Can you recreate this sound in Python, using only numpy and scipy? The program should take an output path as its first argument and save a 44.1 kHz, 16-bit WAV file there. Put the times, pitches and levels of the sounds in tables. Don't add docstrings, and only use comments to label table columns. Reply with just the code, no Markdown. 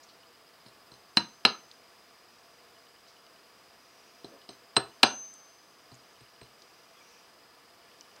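import sys
import numpy as np
from scipy import signal
from scipy.fft import rfft, irfft, next_fast_len
from scipy.io import wavfile
from scipy.ndimage import uniform_filter1d, map_coordinates

SR = 44100
rng = np.random.default_rng(int(sys.argv[2]) if len(sys.argv) > 2 else 0)


def inscribe(sig):
    pcm = np.round(np.clip(np.atleast_2d(sig).T, -1, 1) * 32767)
    wavfile.write(sys.argv[1], SR, pcm.astype(np.int16))


def ratio(d):
    e = np.asarray(d, float) / 20
    return 10 ** e


N = 361619


def unit(x):
    return x / np.sqrt(np.mean(x ** 2) + 1e-20)


def along(points, hz):
    point_hz, value = np.transpose(points)
    return np.interp(np.log(hz + 1), np.log(point_hz + 1), value)


def noise(gain, size):
    m = next_fast_len(size)
    spectrum = rfft(rng.standard_normal(m)) * gain(np.fft.rfftfreq(m, 1 / SR))
    return unit(irfft(spectrum, m)[:size])


def patchy(x, depth_db):
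    z = signal.stft(x, nperseg=512)[2]
    field = uniform_filter1d(rng.standard_normal(z.shape), size=6, axis=0)
    field = uniform_filter1d(field, size=12, axis=1)
    mottled = z * ratio(depth_db * unit(field))
    return unit(signal.istft(mottled, nperseg=512)[1][:N])


def ring(modes, t, scatter_db, attack):
    hz, db, t60 = np.transpose(modes)[..., None]
    strength_db = db + scatter_db * rng.standard_normal(hz.shape)
    decay = ratio(strength_db - 60 * t / t60)
    sines = np.sin(2 * np.pi * (hz * t + rng.random(hz.shape)))
    return np.sum(decay * sines, axis=0) * (1 - np.exp(-t / attack)) ** 2


def tilted(modes, db_per_octave, about_hz):
    return [(hz, db + db_per_octave * np.log2(hz / about_hz), t60) for hz, db, t60 in modes]


def clatter(low_hz, high_hz, t, t60):
    def band(f):
        return 1 / np.sqrt((1 + (low_hz / (f + 1)) ** 6) * (1 + (f / high_hz) ** 12))
    return ratio(-60 * t / t60) * noise(band, len(t))


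# (frequency [Hz], t60 [s])
ROOM_DECAY = [(100, 0.25), (400, 0.3), (1500, 0.28), (4000, 0.22), (5600, 0.19), (7500, .15), (12000, 0.24)]


def add(out, s, x, wet_db):
    hz, t, z = signal.stft(rng.standard_normal(SR // 2), SR, nperseg=256)
    dying = z * ratio(-60 * t / along(ROOM_DECAY, hz)[:, None])
    tail = signal.istft(dying, SR, nperseg=256)[1]
    tail *= 1 - np.exp(-np.arange(len(tail)) / SR / 0.0017)
    late = np.pad(x, (130, 0))
    wet = ratio(wet_db) * signal.fftconvolve(late, tail / np.linalg.norm(tail))
    wet[:len(x)] += x
    out[round(s * SR):][:len(wet)] += wet


# (frequency [Hz], density [dB per Hz])
AIR_COLOUR = [(15, -49), (25, -18), (400, -4), (484, -4.5), (600, -7), (686, -3.5), (764, -6), (1180, -3.5),
              (1540, -7.5), (1710, -8), (4060, -13), (4900, -9), (5310, -13.5), (6590, -19), (15600, -24)]
# (frequency [Hz], width [Hz], level over the air [dB])
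FAN_HUM = [(484, 27, 5.5), (671, 60, 5.5), (1156, 120, 1.5), (1720, 18, 8)]


def air():
    def colour(f):
        hum_db = sum(db / (1 + (2 * (f - hz) / width) ** 2) for hz, width, db in FAN_HUM)
        return ratio(along(AIR_COLOUR, f) + hum_db) * (f < 15800)
    hiss = patchy(noise(colour, N), depth_db=0.36)
    points = rng.standard_normal(int(N / SR * 3) + 4)
    drift = map_coordinates(points, [np.arange(N) * 3 / SR])
    return ratio(-59 + 0.26 * drift) * hiss


# (frequency [Hz], level [dB])
WHINE_TONES = [(4971, -65.5), (8000, -80.5), (3000, -78)]
SLOW_UNTIL_S, SLOW_RATE, FAST_RATE = .934, 15, 20


def whine():
    first_s, burst_s = .0005, .0265
    t = np.arange(N) / SR
    since_slow = (t - first_s) % (1 / SLOW_RATE)
    since_fast = (t - SLOW_UNTIL_S) % (1 / FAST_RATE)
    since = np.where(t < SLOW_UNTIL_S, since_slow, since_fast)
    gate = uniform_filter1d(1. * (since < burst_s), size=60)
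    swell = 1 + 0.17 * np.cos(2 * np.pi * since / 0.025 - .6)
    tones = sum(ratio(db) * np.sin(2 * np.pi * hz * since) for hz, db in WHINE_TONES)
    return np.sqrt(2) * gate * swell * tones


# (middle [s], half length [s], level [dB])
MOVES = [
    (.03, .15, -74),
    (1.8, 0.29, -73),
    (2.447, 0.35, -70.5),
    (3.412, .5, -75),
    (4.08, 0.3, -67.5),
    (6.0, 0.43, -70),
    (6.703, 0.208, -70.5),
    (7.1, 0.19, -65),
    (8.15, 0.48, -70.5),
]
# (frequency [Hz], density [dB per Hz])
CLOTH_COLOUR = [(1500, -18), (2500, 4), (4200, -16), (5700, 3.5), (6600, -4.5), (8000, -22)]


def rustle():
    t = np.arange(N) / SR
    swell = sum(ratio(db) * np.exp(-((t - s) / half_s) ** 2) for s, half_s, db in MOVES)
    rubbing = noise(lambda f: ratio(along(CLOTH_COLOUR, f)), N)
    return ratio(0.5) * swell * patchy(rubbing, depth_db=1.5)


# (time [s], peak level [dB], pitch [Hz],
# spread [octaves], t60 [s])
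WIRE_TICKS = [(.03, -52.5, 5200, 0.47, 0.079), (.085, -54, 4470, 0.38, 0.13), (.661, -63.5, 9400, .03, .05),
              (.684, -67, 9400, 0.037, 0.044), (1.165, -40, 4620, 1.23, 0.064),
              (3.07, -59, 5000, 0.42, 0.26), (3.078, -61, 3980, 0.055, .07), (4.41, -59, 3500, 0.72, 0.072),
              (1.7135, -42, 4400, 0.55, 0.013), (4.005, -60.5, 7550, 0.38, .01),
              (4.7605, -50, 5440, 0.95, 0.038), (5.029, -30, 5540, 0.5, 0.022),
              (5.0365, -8, 3028, 0.8, 0.0038), (5.339, -44, 8000, 0.29, 0.0082),
              (5.944, -47, 6960, 0.25, 0.0076), (5.952, -49, 7050, 0.31, .008),
              (6.132, -58, 6500, .4, .008), (6.619, -49.5, 4780, 0.52, 0.033),
              (8.0097, -39.5, 5400, 0.41, 0.008), (8.162, -52, 5060, 0.67, .02)]
# (time [s], peak level [dB], pitch [Hz], spread [octaves], t60 [s])
SOFT_BUMPS = [
    (4.28, -52, 300, 0.94, 0.066),
    (4.32, -50, 402, 0.74, 0.12),
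    (6.97, -61, 3300, 0.068, 0.085),
    (7.005, -57, 2300, 0.058, 0.067),
    (8.16, -53, 900, 1.46, 0.093),
]


def touches(rows, wet_db):
    out, t = np.zeros(N + SR), np.arange(SR // 10) / SR
    for s, db, hz, spread, t60 in rows:
        puff = noise(lambda f: np.exp(-(np.log2(f / hz + 1e-9) / spread) ** 2), len(t))
        envelope = ratio(db + 3 - 60 * t / t60) * (1 - np.exp(-20 * t / t60))
        add(out, s, envelope * puff, wet_db)
    return out[:N]


# (first step [s], length [s], low mode level [dB], high mode relative to low [dB])
MOTOR_RUNS = [
    (0.1003, .15, -58.5, -9),
    (0.497, .01, -64, -5),
    (2.7646, .45, -59, -4),
    (3.267, .01, -55.5, 1),
    (3.363, .15, -61, -3),
    (4.418, .01, -55, -5),
    (4.914, .01, -59, 1),
    (5.2544, .01, -62, 6),
    (6.1634, .35, -59, -6),
    (7.8146, .35, -59, .1),
]


def jingles():
    out, t = np.zeros(N + SR), np.arange(SR // 10) / SR
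    for first, length, db, high_db in MOTOR_RUNS:
        rate = SLOW_RATE if first < SLOW_UNTIL_S else FAST_RATE
        for s in np.arange(first, first + length, 2 / rate):
            step = ring([(2956, 0.5, .022), (4560, high_db - 3.5, .012)], t, scatter_db=2, attack=.001)
            step += ratio(-8.0) * clatter(2600, 5200, t, 0.012)
            late_s = .0015 * rng.standard_normal()
            add(out, s + late_s, ratio(db + 9.5) * step, wet_db=-11)
    return out[:N]


# (time [s], thud level [dB], knock relative to thud [dB],
# thud brightness [dB per octave], knock brightness [dB per octave])
TABLE_KNOCKS = [(0.66, -51, -11, -7, -2), (0.918, -49, -6, -11, 6), (1.1703, -26, 3.5, -19, 9),
                (1.4498, -20, 3, -0.5, 11.5), (4.2442, -39.5, -9.5, 1.5, -19), (4.491, -38, -9, 4, -22),
                (4.766, -17, -2.5, 16, 0.8), (5.0318, -13.5, 0.5, 1.9, 4.5), (5.917, -46.5, -9, -11, -6.5),
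                (6.207, -51, -15, 2, 1), (6.416, -40, -12.5, 2.5, -10)]
# (frequency [Hz], level [dB], t60 [s])
DEEP_MODES = [(62.06, -6.5, 0.14), (125.4, 3, 0.16)]
THUD_MODES = [(165, -19, .06), (214, -3.5, 0.086), (252.5, -1, 0.069), (330, -2.5, 0.092),
              (394.7, 0, 0.084), (442.5, -5, .05)]
KNOCK_MODES = [(600.5, -8.5, 0.064), (671, -0.5, 0.04), (728, -0.5, 0.043), (768, -4, 0.045),
               (900, -10, .05), (958, 8, 0.03), (1094, -4, 0.034), (1242, -6.5, 0.052), (1356, 1, 0.025)]


def table():
    out, t = np.zeros(N + SR), np.arange(SR // 4) / SR
    for s, db, knock_db, thud_tilt_db, knock_tilt_db in TABLE_KNOCKS:
        x = ring(tilted(THUD_MODES, thud_tilt_db, 330), t, scatter_db=3.0, attack=0.00051)
        knock = ring(tilted(KNOCK_MODES, knock_tilt_db, 913), t, scatter_db=1.5, attack=0.00088)
        x += ratio(knock_db + 2.5) * knock
        rise = (1 - np.exp(-t / .0012)) ** 2
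        x += ratio(knock_db + 1) * rise * clatter(450, 1500, t, 0.1)
        deep_db = -33.5 - 0.48 * db
        x += ratio(deep_db + 9.5) * ring(DEEP_MODES, t, scatter_db=3.5, attack=.004)
        add(out, s, ratio(db - 7) * x, wet_db=-10)
    return out[:N]


# (time [s], anvil level [dB], then relative to the anvil:
# block [dB], overtone [dB], crack [dB])
HAMMER_BLOWS = [(0.663, -50, 0, -15, 9), (.684, -47.5, -15, -15, 7), (0.9187, -44, -10, -13, 7),
                (.94, -45, -18, -14, 4), (1.1718, -3.5, -3.5, -24, -8), (1.4516, -3, 0.5, -27.5, -5),
                (4.2458, -39, -10.5, -9, 7), (4.4918, -38, -8, -4, 15), (4.532, -50, -1, -13, -6),
                (4.7598, -40.5, -8, -0.5, 5), (4.7667, -7.5, -1, -6, -16), (5.0325, -2.5, 2.5, -14, -3),
                (5.918, -49.5, -5, -10, 9), (6.208, -50.5, -4, -7, 8), (6.4144, -53.5, 11, 6.5, 3),
                (6.432, -45, -9.5, -4, -2)]
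# (frequency [Hz], level [dB], t60 [s])
ANVIL_MODES = [(4085, -2.5, .052), (4062, -28, .28), (4120, -30, .13), (4330, 1, .008), (4600, -5, .009),
               (4900, -15, .016), (5240, -18, .025)]
OVERTONE_MODES = [(8382, 0, .045), (8405, -24, .25)]
CENTRE_MODES = [(9400, -53, .035)]
BLOCK_MODES = [(1480, -9, .03), (1700, -5, .035), (1850, -9, .03), (2060, -7, .025), (2250, -8, .025),
               (2440, -4, .03), (2600, -8, .025), (2790, -3, .03), (2970, -1.5, .025), (3220, -8, .025),
               (3480, -10, .02)]
# (frequency [Hz], density [dB per Hz])
CRACK_COLOUR = [(60, -40.5), (500, -13.5), (2000, -11), (4800, 11), (6000, -2), (7500, -25), (9500, -24),
                (11000, -48.5), (16000, -71)]


def blows():
    steel, body, t = np.zeros(N + SR), np.zeros(N + SR), np.arange(SR // 4) / SR
    squeeze = 1 - np.exp(-(t / .0011) ** 2)
    for s, db, block_db, over_db, crack_db in HAMMER_BLOWS:
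        start = s - .0015
        x = ring(ANVIL_MODES, t, scatter_db=1.1, attack=.0002)
        x += ratio(-over_db) * ring(CENTRE_MODES, t, scatter_db=3.0, attack=.0004)
        x += ratio(over_db - 0.5) * ring(OVERTONE_MODES, t, scatter_db=3.0, attack=.0015)
        add(steel, start, ratio(db - 1.5) * squeeze * x, wet_db=-20)

        tilt = 0.46 * (-17 - over_db)
        x = ring(tilted(BLOCK_MODES, tilt, 2400), t, scatter_db=1.0, attack=0.00018)
        x += ratio(8.0) * clatter(1500, 4900, t, 0.012)
        add(body, start, ratio(db + block_db - 8) * squeeze * x, wet_db=-13)

        crack = ratio(-60 * t / 0.011) * noise(lambda f: ratio(along(CRACK_COLOUR, f)), len(t))
        add(body, start, ratio(db + crack_db - 4) * squeeze * crack, wet_db=-5)
    return (steel + body)[:N]


# (time [s], level [dB], t60 left by the grip [s],
# delay until it faces the microphone [s], gain when facing [dB])
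HEAD_SONG = [
    (.925, -65, 1.1, .1, -10),
    (1.175, -53, .8, 0.055, 0.5),
    (1.453, -52.5, .75, 0.1, 4),
    (4.25, -77, 1.1, 0.045, 6),
    (4.495, -59.5, .35, 0.17, 0),
    (4.77, -74, 1.1, .18, 14),
    (5.034, -39, 1.15, .19, 5.5),
    (6.43, -80, .6, .03, 6),
]


def hammer_head():
    head_hz, swing_s, attack_s = 6202.5, .065, .006
    t, gain = np.arange(N) / SR, np.zeros(N)
    for s, db, t60, facing_s, facing_db in HEAD_SONG:
        since = np.maximum(t - s, 0)
        swell_db = facing_db * np.exp(-((since - facing_s) / swing_s) ** 2)
        song = ratio(db - 60 * since / t60 + swell_db) * (1 - np.exp(-since / attack_s))
        gain = np.where(t >= s, song, gain)
    return np.sqrt(2) * gain * np.sin(2 * np.pi * head_hz * t)


def scene():
    background = air() + rustle() + whine()
    small = touches(WIRE_TICKS, wet_db=-18.5) + touches(SOFT_BUMPS, wet_db=-2) + jingles()
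    hammering = table() + blows() + hammer_head()
    return (background + small + hammering)[None]


def top_cut(x):
    return signal.sosfilt(signal.butter(12, 16300, fs=SR, output="sos"), x)


def record(dry):
    heard = signal.sosfilt(signal.butter(2, 45, "high", fs=SR, output="sos"), dry)
    clipped = heard / (1 + np.abs(heard / .715) ** 32) ** (1 / 32)
    return top_cut(clipped)


dry = scene()
out = record(dry)
inscribe(out)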